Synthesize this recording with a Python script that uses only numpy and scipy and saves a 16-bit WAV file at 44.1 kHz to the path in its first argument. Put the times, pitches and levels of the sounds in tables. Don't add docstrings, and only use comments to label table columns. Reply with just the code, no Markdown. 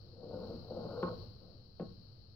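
import sys
import numpy as np
from scipy import signal
from scipy.fft import rfft, irfft, next_fast_len
from scipy.io import wavfile
from scipy.ndimage import map_coordinates

SR = 44100
rng = np.random.default_rng(int(sys.argv[2]) if len(sys.argv) > 2 else 0)


def inscribe(sig):
    pcm = np.round(np.clip(np.atleast_2d(sig).T, -1, 1) * 32767)
    wavfile.write(sys.argv[1], SR, pcm.astype(np.int16))


def natural_amplitude(level_db):
    exponent = np.asarray(level_db, float) / 20
    return 10 ** exponent


N = 103635


def along(points, hz):
    point_hz, value = np.transpose(points)
    return np.interp(np.log(hz + 1), np.log(point_hz + 1), value)


def curves(rows):
    seconds, *columns = np.transpose(rows)
    return np.array([np.interp(np.arange(N) / SR, seconds, column) for column in columns])


def unit(x):
    return x / np.sqrt(np.mean(x ** 2) + 1e-20)


def wobble(rate):
    return map_coordinates(rng.standard_normal(1000), [np.arange(N) * rate / SR])


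def filtered(x, response):
    n = x.shape[-1]
    padded = next_fast_len(n + 8192)
    hz = np.fft.rfftfreq(padded, 1 / SR)
    return irfft(rfft(x, padded) * response(hz), padded)[..., :n]


def noise(spectrum):
    return filtered(rng.standard_normal((2, N)), lambda hz: natural_amplitude(along(spectrum, hz)))


def pair(x, alike):
    def mid_side(hz):
        angle = np.arccos(np.clip(along(alike, hz), -1, 1)) / 2
        return np.array([np.cos(angle), np.sin(angle)])

    mid, side = filtered(x, mid_side)
    return np.array([mid + side, mid - side])


def tilt(x, left_db):
    return filtered(x, lambda hz: natural_amplitude(along(left_db, hz) * [[.5], [-.5]]))


# frequency in Hz, level in dB, t60 in seconds.
LOW_MODES = [(148, -10.5, 0.059), (178.5, 3, 0.085), (230.3, 0, 0.087), (261.5, -7.5, 0.12),
             (312, -2, 0.057), (359.2, -5, 0.086)]
MIDDLE_MODES = [(467.3, 0, 0.057), (485.2, -3, 0.06), (507, 1.5, 0.081), (551, -3.5, .06),
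                (595.3, -3.5, 0.04), (647.4, -10.5, 0.068), (715, -13.5, 0.06)]
HIGH_MODES = [(835, -6, .04), (890, -1, .045), (965, -7, .03), (1077, -1, .055), (1170, -6, .03),
              (1249, -3, .04), (1303, -6, .035), (1370, -4, .035), (1470, -2, .035), (1560, -5, .025)]
# frequency in Hz, level in dB, t60 in seconds.
PLATE_MODES = [(179, 0, .15), (361, 0, .18), (530, -1, .2), (1071, -9, .15), (1250, -10, .14)]
# frequency in Hz, level in dB, t60 in seconds.
IRON_MODES = [(1690, 2, .04), (1857, 0, .05), (2100, -3, .03), (2350, -3, .03), (2650, -2, .03),
              (2950, -3, .03), (3200, -1, .04), (3550, -3, .03)]
# from in Hz, to in Hz.
RADIATED_BANDS = [(110, 420), (410, 1320), (750, 1450), (120, 1500), (1600, 4500)]


def rings():
    t = np.arange(SR // 4) / SR
    build_up = 1 - np.exp(-t / .001)
    groups = (LOW_MODES, MIDDLE_MODES, HIGH_MODES, PLATE_MODES, IRON_MODES)
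    turns = (-1, 1, -1, 1, -1)
    responses = []
    for modes, turn, band in zip(groups, turns, RADIATED_BANDS):
        ring = np.zeros(len(t))
        for k, (hz, db, t60) in enumerate(modes):
            decay = natural_amplitude(db - 60 * t / max(t60, .005))
            ring += turn ** k * decay * np.sin(2 * np.pi * hz * t)
        radiated = signal.butter(5, band, "band", fs=SR, output="sos")
        responses.append(signal.sosfilt(radiated, build_up * ring))
    return np.array(responses)


# time in seconds, level of the middle modes in dB,
# low modes over them in dB, high modes over them in dB.
SLIDE_LEVELS = [(0, -76.5, 5, -21), (.15, -64.5, 3, -22.5), (.24, -51.5, -4, -26), (.28, -50.5, 2, -30),
                (.32, -46.5, -1, -20), (.45, -50, 0.5, -15), (.57, -55.5, 3, -19.5), (.61, -62, -10, -11.5),
                (.7, -49.5, -5, -27), (.715, -46, -5, -19), (.86, -46, -2.5, -13.5), (.95, -45, -6.5, -12),
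                (1.01, -42.5, -20, -16), (1.1, -46.5, -12, -26), (1.25, -66.5, 1.5, -7),
                (1.36, -78.5, 1, -4), (1.41, -64.5, 1.5, -12.5), (1.56, -69, 0, -27),
                (1.68, -82.5, 12, -14), (1.76, -87.5, 3, -18)]
SLIPS_PER_S, SLIP_SPREAD_DB = 1500, 3
JUDDER_DB, JUDDER_PER_S = 1.8, 45


def slide(ring):
    chance, sign = rng.random((2, 3, N))
    size = natural_amplitude(SLIP_SPREAD_DB * rng.standard_normal((3, N)))
    slips = (chance < SLIPS_PER_S / SR) * size * np.sign(sign - .5)
    slips = unit(slips * natural_amplitude(JUDDER_DB * wobble(JUDDER_PER_S)))
    level_db, low_db, high_db = curves(SLIDE_LEVELS)
    force = slips * natural_amplitude([level_db + low_db, level_db, level_db + high_db])
    wood = ring[:-2]
    wood = wood / np.linalg.norm(wood, axis=1, keepdims=True)
    return signal.fftconvolve(force, wood, axes=1)[:, :N].sum(0)


# time in seconds, treble hiss level in dB before TREBLE_DB is added.
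SWELL_LEVELS = [(0.01, -89), (0.2, -92), (0.48, -82.5), (0.67, -85.5), (1.05, -82), (1.23, -82),
                (1.33, -88.5), (1.74, -93.5), (1.87, -89), (2.35, -93.5)]
# frequency in Hz, level in dB.
RUMBLE_SPECTRUM = [(11, -39.5), (18, -15.5), (30, -26.5), (58, -14.5), (72, -24), (88, -12), (100, -9.5),
                   (112, -11), (120, -10.5), (140, -19), (296, -31), (386, -31.5), (470, -29.5), (723, -41),
                   (1000, -46.5), (1300, -44.5), (2300, -63), (3000, -88.5), (5000, -120)]
# frequency in Hz, likeness from 0 to 1.
RUMBLE_LIKENESS = [(30, 1), (70, 0.71), (130, 0.91), (290, 0.62), (640, 0.13), (1400, 0.072)]
# frequency in Hz, left over right in dB.
RUMBLE_BALANCE = [(60, -1), (200, 1), (700, 2), (1500, 3.5), (2300, 0.5)]
# frequency in Hz, level in dB.
NARROW_SPECTRUM = [(1120, -61.5), (1900, -31.5), (2170, -29.5), (2430, -25), (2640, -22), (3150, -14.5),
                   (3510, -22.5), (4100, 1.5), (4350, 3), (5470, -14), (6280, -35), (7500, -55.5),
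                   (9750, -63), (16500, -120)]
# frequency in Hz, right relative to left in dB.
NARROW_AT_RIGHT = [(2000, 0), (3000, -9.5), (4400, -38.5), (5500, -19.5), (7000, -10.5)]
# frequency in Hz, level in dB.
TREBLE_SPECTRUM = [(5500, -120), (6500, -24), (9500, -20), (12000, -11.5), (14000, -6.5), (15850, -3.5),
                   (15950, -120)]
RUMBLE_DB, RUMBLE_FOLLOWS = -58.5, 0.75
NARROW_DB, NARROW_FOLLOWS = -64, 0.75
TREBLE_DB, AIR_DB = 0.5, -99


def background():
    swell_db, = curves(SWELL_LEVELS)
    rise_db = swell_db - SWELL_LEVELS[-1][1]
    rumble = unit(tilt(pair(noise(RUMBLE_SPECTRUM), RUMBLE_LIKENESS), RUMBLE_BALANCE))
    rumble = rumble * natural_amplitude(RUMBLE_DB + RUMBLE_FOLLOWS * rise_db)
    narrow = unit(noise(NARROW_SPECTRUM))
    narrow = filtered(narrow, lambda hz: natural_amplitude(along(NARROW_AT_RIGHT, hz) * [[0], [1]]))
    narrow = narrow * natural_amplitude(NARROW_DB + NARROW_FOLLOWS * rise_db)
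    treble = unit(noise(TREBLE_SPECTRUM)) * natural_amplitude(swell_db + TREBLE_DB)
    air = unit(noise([(5000, -120), (6000, -2.5), (15850, -10.0), (15950, -120)])) * natural_amplitude(AIR_DB)
    return rumble + narrow + treble + air


# frequency in Hz, t60 in seconds.
ROOM_DECAY = [(150, 0.69), (500, 0.3), (1200, 0.38), (3000, 0.033)]
# frequency in Hz, likeness from 0 to 1.
ROOM_LIKENESS = [(100, 0.99), (300, 0.66), (700, 0), (1500, 0.084)]


def room(x):
    step = SR // 5
    out = np.zeros((2, N + 2 * SR))
    x = np.pad(x, (step, 2 * step))
    fade = signal.get_window("hann", 2 * step)
    for start in range(0, N + step, step):
        hz, t, spectrum = signal.stft(rng.standard_normal((2, SR // 2)), SR, nperseg=256)
        t60 = along(ROOM_DECAY, hz)[:, None]
        dying = spectrum * natural_amplitude(-60 * t / t60) / np.sqrt(t60)
        tail = signal.istft(dying, SR, nperseg=256)[1]
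        tail = pair(tail, ROOM_LIKENESS) / np.linalg.norm(tail[0])
        stretch = x[start:start + 2 * step] * fade
        wet = signal.fftconvolve(stretch[None], tail, axes=1)
        late = start + 250
        out[:, late:late + wet.shape[1]] += wet
    return out[:, step:step + N]


# time in seconds,
# force in dB, low modes over the middle in dB, high modes over the middle in dB.
CATCH_CONTACTS = [(.229, -49, 3, -22), (.309, -45, -9, -16), (.339, -57, 9, -10), (.508, -49, -4, -14),
                  (.7065, -42, -5, -28), (.72, -43, -3, -24), (.771, -46, -10, -20), (.85, -48, -3, -18),
                  (.896, -49, -8, -18), (.974, -43, -11, -15), (1.819, -52, 3, -18), (1.851, -56, -6, -14)]
# start in seconds, force in dB; low, high,
# iron and plate modes over the middle, each in dB; rattle length in seconds.
BLOW_CONTACTS = [(1.0261, -41, 4.5, 8.5, -13, 6.5, .06), (1.796, -41, 2, -10.5, -22.5, -20, 0.031)]
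RATTLES = 12
RATTLE_DB, RATTLE_FADE_DB = -14, -0.05
RATTLE_DULL_DB = -4.5


def knocks(ring):
    force = np.zeros((len(ring), N))
    for s, db, low_db, high_db in CATCH_CONTACTS:
        force[:-2, round(s * SR)] += natural_amplitude([db + low_db, db, db + high_db])
    dull_db = RATTLE_DULL_DB * (np.arange(len(ring)) >= len(ring) - 2)
    for s, db, low_db, high_db, iron_db, plate_db, length in BLOW_CONTACTS:
        blow = natural_amplitude(db + np.array([low_db, 0, high_db, plate_db, iron_db]))
        force[:, round(s * SR)] += blow
        for k, (late, sign) in enumerate(rng.random((RATTLES, 2))):
            contact_s = s + length * (k + .5 + late) / RATTLES
            contact = np.sign(sign - .5) * natural_amplitude(RATTLE_DB + RATTLE_FADE_DB * k + dull_db) * blow
            force[:, round(contact_s * SR)] += contact
    return signal.fftconvolve(force, ring, axes=1)[:, :N].sum(0)


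# frequency in Hz, level in dB per Hz.
TICK_SPECTRUM = [(3000, -30), (5000, 0), (7500, -6), (8800, -17), (10500, -9), (15700, -5), (15900, -120)]
TICK_DB, TICK_T60_S = -67, .007


def tick():
    t = np.arange(N) / SR - BLOW_CONTACTS[0][0]
    hiss = unit(filtered(rng.standard_normal(N), lambda hz: natural_amplitude(along(TICK_SPECTRUM, hz))))
    return (t > 0) * natural_amplitude(TICK_DB - 60 * np.abs(t) / TICK_T60_S) * hiss


# frequency in Hz, left over right in dB.
BOLT_BALANCE = [(100, 0.55), (200, 2.1), (500, 4), (1200, 1), (3000, 2)]
LEFT_LEAD_S, ROOM_DB = .0001, -4


def scene():
    ring = rings()
    bolt = slide(ring) + knocks(ring)

    def lead(hz):
        return np.exp(1j * np.pi * hz * LEFT_LEAD_S * np.array([[1], [-1]]))

    direct = filtered(np.array([bolt, bolt]), lead)
    in_room = tilt(direct + natural_amplitude(ROOM_DB) * room(bolt), BOLT_BALANCE)
    return in_room + tick() + background()


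def low_pass(x):
    return signal.sosfilt(signal.butter(12, 15920, fs=SR, output="sos"), x)


def record(dry):
    mix = dry - 0.0004
    return low_pass(mix)


dry = scene()
out = record(dry)
inscribe(out)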